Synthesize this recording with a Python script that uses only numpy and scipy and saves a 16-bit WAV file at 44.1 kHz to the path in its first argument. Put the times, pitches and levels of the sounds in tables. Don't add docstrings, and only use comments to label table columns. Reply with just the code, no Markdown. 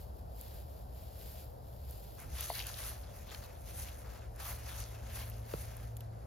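import sys
import numpy as np
from scipy import signal
from scipy.fft import rfft, irfft, next_fast_len
from scipy.io import wavfile

SR = 44100
rng = np.random.default_rng(int(sys.argv[2]) if len(sys.argv) > 2 else 0)


def master_out(mix):
    frames = np.transpose(np.atleast_2d(mix))
    ceiling = np.clip(frames, -1, 1)
    pcm = np.round(ceiling * 32767).astype(np.int16)
    wavfile.write(sys.argv[1], SR, pcm)


N = 276066
TIME = np.arange(N) / SR
FFT_SIZE = next_fast_len(N + 8192, True)
BIN_HZ = np.maximum(np.fft.rfftfreq(FFT_SIZE, 1 / SR), 1)
NEAR_FROM_S = 2.18


def near_steps(blades_db=0.9, stems_db=-2.25, litter_db=4.5, usual_stride_db=-50):
    # start_s, attack_s, length_s, level_db, crunch_share_db, litter_share (0-1 of the crunch)
    strides = [(2.188, 0.012, 0.036, -59, -2.5, .9), (2.385, 0.049, 0.06, -47.5, -6.5, 0.45),
               (2.568, 0.049, 0.033, -45.5, -1.5, 0.07), (2.663, 0.011, 0.025, -49.5, -4, 0.31),
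               (2.796, 0.042, 0.073, -48.5, -5, 0.35), (3.14, 0.023, 0.045, -63.5, -1, 1),
               (3.32, 0.051, 0.046, -55, -1.4, 0.57), (3.446, 0.036, 0.044, -63, -5, 0.9),
               (3.674, .02, 0.012, -53, -17, 0.4), (3.797, 0.092, 0.096, -53, -7.5, 0.55),
               (4.11, 0.18, 0.067, -65, 0, .7), (4.407, 0.012, .01, -52.5, -4, 1),
               (4.465, 0.042, .04, -49, -3.5, 0.6), (4.683, 0.059, .12, -51.5, -6, 0.66),
               (4.935, 0.048, 0.11, -65, -.3, 1), (5.166, 0.066, 0.042, -49, -4.5, 0.35),
               (5.511, 0.04, 0.13, -54.5, -6.5, .6), (5.714, 0.11, .16, -64.5, -3, 0.9)]
    # frequency_hz, gain_db
    blade_colour = [(400, -28), (1200, -16), (2500, -3.5), (4500, -5.5), (5600, -4.5), (6200, 1.5),
                    (7300, -9), (8800, 5), (12200, 2.5), (14000, -3), (16000, -11)]
    stem_colour = [(300, -24), (700, 5.5), (1150, -6), (1600, 2), (2400, -1.5), (3100, 6), (4200, 5.5),
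                   (4900, 4.5), (6500, -22), (9000, -10), (16000, -22)]
    litter_colour = [(200, -23), (500, 9), (800, 3), (1300, 2), (2100, 0), (3200, -7.5), (6000, -7),
                     (9000, -7.5), (16000, -12)]
    blade_power = stem_power = litter_power = 0
    for start_s, attack_s, length_s, level_db, crunch_share_db, litter_share in strides:
        power = leg_sweep(start_s, length_s, level_db, attack_s, release_s=0.055)
        crunch_share = undb(crunch_share_db) ** 2
        blade_power += power * (1 - crunch_share)
        stem_power += power * crunch_share * (1 - litter_share)
        litter_power += power * crunch_share * litter_share
    amplitude = np.sqrt(blade_power + stem_power + litter_power)
    effort = np.maximum(np.sqrt(amplitude / undb(usual_stride_db)), 0.2)
    blades = crackle(7000 * effort, scatter_db=1.1, clump_db=1.12, clump_hz=89, q=2.5, patchy_db=4.4)
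    stems = crackle(1200 * effort, scatter_db=1.5, clump_db=1.0, clump_hz=60, q=7.0, patchy_db=6.5)
    litter = crackle(4500 * effort, scatter_db=0.5, clump_db=1.5, clump_hz=87, q=4.8, patchy_db=2.0)
    rustle = (unit_rms(at_ports(blades, blade_colour)) * np.sqrt(blade_power) * undb(blades_db)
              + unit_rms(at_ports(stems, stem_colour)) * np.sqrt(stem_power) * undb(stems_db)
              + unit_rms(at_ports(litter, litter_colour)) * np.sqrt(litter_power) * undb(litter_db))
    return rustle * (TIME >= NEAR_FROM_S)


def far_steps(gain_db=0.07):
    # start_s, length_s, level_db
    strides = [(0, 0.014, -60.5), (0.186, .01, -68.5), (0.407, .19, -58.5), (0.712, 0.11, -66),
               (0.977, 0.18, -62), (1.217, 0.2, -56.5), (1.68, 0.17, -67.5), (1.897, 0.28, -60)]
    # frequency_hz, gain_db
    colour = [(400, -15), (1200, -10), (2200, -9.5), (3200, -6), (5000, -6), (6000, -12), (8000, -5),
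              (10000, -4), (12000, 1.5), (14000, -1.5), (16000, -10.5)]
    power = sum(leg_sweep(*stride, attack_s=0.067, release_s=0.052) for stride in strides)
    blades = crackle(8300, scatter_db=0.0, clump_db=0.63, clump_hz=190, q=1.23, patchy_db=1.0)
    return unit_rms(at_ports(blades, colour)) * np.sqrt(power) * undb(gain_db) * (TIME < NEAR_FROM_S)


def leg_sweep(start_s, length_s, level_db, attack_s, release_s, sag_db_per_s=14, settle_db=-10.5):
    sag = undb(-sag_db_per_s * np.maximum(TIME - start_s, 0))
    push = swell(start_s, length_s, attack_s, release_s) * sag
    settle = undb(settle_db) * swell(start_s, length_s, attack_s, release_s=0.26)
    return undb(level_db) ** 2 * (push ** 2 + settle ** 2)


def crackle(clicks_per_s, scatter_db, clump_db, clump_hz, q, patchy_db):
    slips = rng.random(N) < clicks_per_s / SR
    scatter = np.minimum(rng.exponential(size=N), 5)
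    clicks = slips * undb(scatter_db * scatter + clump_db * drift(clump_hz)) / np.sqrt(clicks_per_s)
    return stalk_ring(clicks, q, patchy_db)


def stalk_ring(clicks, q, patchy_db):
    at = np.flatnonzero(clicks)
    weights = rng.standard_normal((2, N))
    push, out = np.zeros((2, N)), np.zeros((2, N))
    for hz in np.geomspace(800, 14500, 13):
        mix = weights[:, at - rng.integers(N)]
        tuft_gain = undb(patchy_db * drift(18, TIME[at]))
        push[:, at] = clicks[at] * mix * tuft_gain
        out += signal.lfilter(*signal.iirpeak(hz, q, SR), push + 1e-18)
    return out


def stem_snaps(q=1.27, crack_db=-21, gain_db=-2.5, samples=1024):
    # start_s, level_db, pitch_hz, tear_ms
    breaks = [(.4123, -29.5, 13000, .7), (1.910, -36, 12500, .7), (2.201, -37, 12500, .8),
              (2.4079, -26, 11500, 2.3), (2.554, -29.5, 3780, 1.2), (2.592, -28, 3600, 3.6),
              (2.602, -23.5, 2090, 0.79), (2.623, -30.5, 4240, 1.2), (2.6685, -26, 10800, 1.2),
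              (2.69, -32.5, 3480, 1.3), (2.7416, -31.5, 4000, 3.7), (2.838, -33, 4330, 2.1),
              (3.347, -30.5, 3050, 2.6), (3.348, -33.5, 1600, 2.9), (4.361, -45, 10400, 1.2),
              (4.691, -32.5, 2270, 3), (4.802, -30.5, 11000, 0.53), (4.84, -33, 5560, 0.46),
              (5.299, -34, 12500, 0.89), (5.537, -34, 3227, .45), (5.7685, -37, 11500, 0.65),
              (5.968, -39.5, 11500, 4.1), (5.9678, -44, 3000, 2.7), (6.0063, -39.5, 11600, 2.5),
              (6.0065, -42.5, 3000, 3.4)]
    # frequency_hz, gain_db
    colour = [(400, -32), (1500, -7.5), (13000, 5), (16000, -6)]
    out = np.zeros((2, N))
    t_ms = np.arange(samples) / SR * 1000
    for start_s, level_db, pitch_hz, tear_ms in breaks:
        fibres = rng.standard_normal((2, samples)) * np.exp(-t_ms / tear_ms)
        stem = signal.iirpeak(pitch_hz, q, SR)
        ring = signal.lfilter(*stem, signal.lfilter(*stem, fibres))
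        snap = ring + undb(crack_db) * fibres
        i = int(start_s * SR)
        out[:, i:i + samples] += snap / np.abs(snap).max(axis=1, keepdims=True) * undb(level_db + gain_db)
    return at_ports(out, colour)


def knocks(contact_cycles=1.61, samples=4096):
    # start_s, peak_db, pitch_hz, t60_s, right_lag_ms, left_minus_right_db
    blows = [(2.5003, -24.5, 768, 0.013, 0.02, 2), (2.5104, -51, 800, .011, 0.02, 1),
             (2.5130, -36.5, 734, 0.015, 0.02, 5), (5.5381, -32.5, 1200, 0.0016, 0.21, 0),
             (5.537, -25, 482, 0.0072, 0.47, 1.5), (5.5376, -32.5, 133, 0.02, 0.4, -4)]
    # pitch_ratio, gain_db, t60_ratio
    modes = [(.9, 0.5, 1.3), (1.22, 1, 0.88), (2.7, -14, 1.2)]
    out = np.zeros((2, N))
    for start_s, peak_db, pitch_hz, t60_s, right_lag_ms, balance_db in blows:
        t = np.maximum(np.arange(samples) / SR - np.array([[0], [right_lag_ms / 1000]]), 0)
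        contact_s = contact_cycles / pitch_hz
        ring = 0
        for pitch_ratio, gain_db, t60_ratio in modes:
            decay = undb(gain_db - 60 * t / (t60_s * t60_ratio))
            ring += decay * np.cos(2 * np.pi * pitch_hz * pitch_ratio * (t - contact_s))
        ring *= 1 - np.exp(-(t / contact_s) ** 3)
        port_db = peak_db + np.array([[balance_db], [-balance_db]]) / 2
        i = int(start_s * SR)
        out[:, i:i + samples] += ring / np.abs(ring).max() * undb(port_db)
    return out


def stirring_grass(level_db=-68):
    # frequency_hz, gain_db
    colour = [(400, -30), (900, 0), (1400, 5.5), (2100, -0.5), (3300, -8), (6000, -9), (12000, -8),
              (16000, -23)]
    rustle = crackle(3300, scatter_db=-1.0, clump_db=3.9, clump_hz=30, q=4.0, patchy_db=0.0)
    return unit_rms(at_ports(rustle, colour)) * undb(level_db) * (TIME >= NEAR_FROM_S)


def far_engine(waver=0.00602, throb_db=2.0):
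    # time_s, firing_hz, level_db
    course = [(0, 62.44, -65.5), (1.9, 61.54, -62), (2.3, 56.6, -56), (4.4, 55.6, -56), (4.9, 55.8, -49.5),
              (5.4, 56.2, -47), (6.26, 56.5, -51)]
    # firing_multiple, gain_db
    harmonics = [(1, -11.5), (2, -1.5), (4, -21)]
    time_s, *columns = np.transpose(course)
    firing_hz, level_db = [np.interp(TIME, time_s, column) for column in columns]
    phase = 2 * np.pi * np.cumsum(firing_hz * (1 + waver * drift(5.98))) / SR
    drone = sum(np.sqrt(2) * undb(gain_db + throb_db * drift(5.9)) * np.sin(multiple * phase)
                for multiple, gain_db in harmonics)
    return drone * undb(level_db + np.array([[0.5], [-0.5]]))


def open_field(rumble_db=-47.5, hush_db=-60, hiss_db=-75, hush_drift_db=0.36, gust_edge_s=0.033):
    # start_s, length_s, rise_db
    gusts = [(0.093, 0.09, 2.5), (2.232, 0.099, 3), (2.88, .4, 1), (3.75, 0.12, 1.5)]
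    # frequency_hz, gain_db
    rumble_colour = [(10, -25), (25, -26.5), (40, -9.5), (60, 2.5), (80, -4), (110, -10.5), (160, -18),
                     (240, -24.5), (500, -35), (2000, -112)]
    hush_colour = [(80, -66), (200, -15), (340, -4), (520, 4.5), (720, 4.5), (1000, -6), (1500, -16),
                   (2300, -33), (5000, -58)]
    hiss_colour = [(1200, -5), (2500, -8), (5000, 2.5), (6200, -6), (9000, 4), (12500, 0.5), (16000, -14.5)]
    gust_db = sum(rise_db * swell(start_s, length_s, gust_edge_s, gust_edge_s)
                  for start_s, length_s, rise_db in gusts)
    rumble = air_noise(rumble_colour) * undb(rumble_db + gust_db)
    hush = air_noise(hush_colour, right_lag_ms=0.48) * undb(hush_db + hush_drift_db * drift(2.8))
    hiss = air_noise(hiss_colour) * undb(hiss_db)
    return rumble + hush + hiss


def air_noise(colour, right_lag_ms=0):
    return unit_rms(at_ports(rng.standard_normal((2, N)), colour, right_lag_ms))


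def at_ports(pair, colour, right_lag_ms=0):
    # frequency_hz, left_lead_rad, left_minus_right_db, diffuse_share_db
    ports = [(60, .12, .7, -15), (150, .35, 1.6, -11), (600, .4, 3, -5), (950, .3, .5, -5),
             (1400, 0, 0, -7), (2200, .1, -.8, -10), (3300, .8, 3, -8), (5000, 1.1, 7, -6),
             (5900, -.6, 3, -4), (6900, -.4, 2.5, -5), (7700, -2.7, .5, -10), (8500, -3.14, 0, -25),
             (10000, -4.05, 0, -12), (12400, -5.4, 0, -12), (13400, -6.28, 0, -26)]
    lead_rad, balance_db, diffuse_db = per_bin(ports)
    direct, diffuse = rfft(pair, FFT_SIZE)
    share, sides = undb(diffuse_db), np.array([[1], [-1]])
    stereo = (direct + sides * share * diffuse) / np.sqrt(1 + share ** 2)
    stereo *= undb(per_bin(colour)[0] + sides * balance_db / 2)
    stereo[1] *= np.exp(-1j * (lead_rad + 2 * np.pi * BIN_HZ * right_lag_ms / 1000))
    return irfft(stereo, FFT_SIZE)[:, :N]


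def swell(start_s, length_s, attack_s, release_s):
    before_s = np.maximum(start_s - TIME, 0)
    after_s = np.maximum(TIME - start_s - length_s, 0)
    return np.exp(-before_s / attack_s - after_s / release_s)


def drift(rate_hz, times=TIME):
    knots = rng.standard_normal(4096)
    return 1.222 * np.interp(times * rate_hz, np.arange(len(knots)), knots)


def per_bin(table):
    hz, *columns = np.transpose(table)
    return [np.interp(np.log(BIN_HZ), np.log(hz), column) for column in columns]


def unit_rms(stereo):
    return stereo / np.std(stereo.mean(axis=0))


def undb(db):
    return 10 ** (np.asarray(db) / 20)


def scene():
    walk = far_steps() + near_steps() + stirring_grass() + stem_snaps() + knocks()
    return walk + far_engine() + open_field()


def record(dry):
    low_cut = signal.butter(4, 26, "high", fs=SR, output="sos")
    high_cut = signal.ellip(10, 0.2, 70, 15850, fs=SR, output="sos")
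    return signal.sosfilt(high_cut, signal.sosfilt(low_cut, dry))


dry = scene()
out = record(dry)
master_out(out)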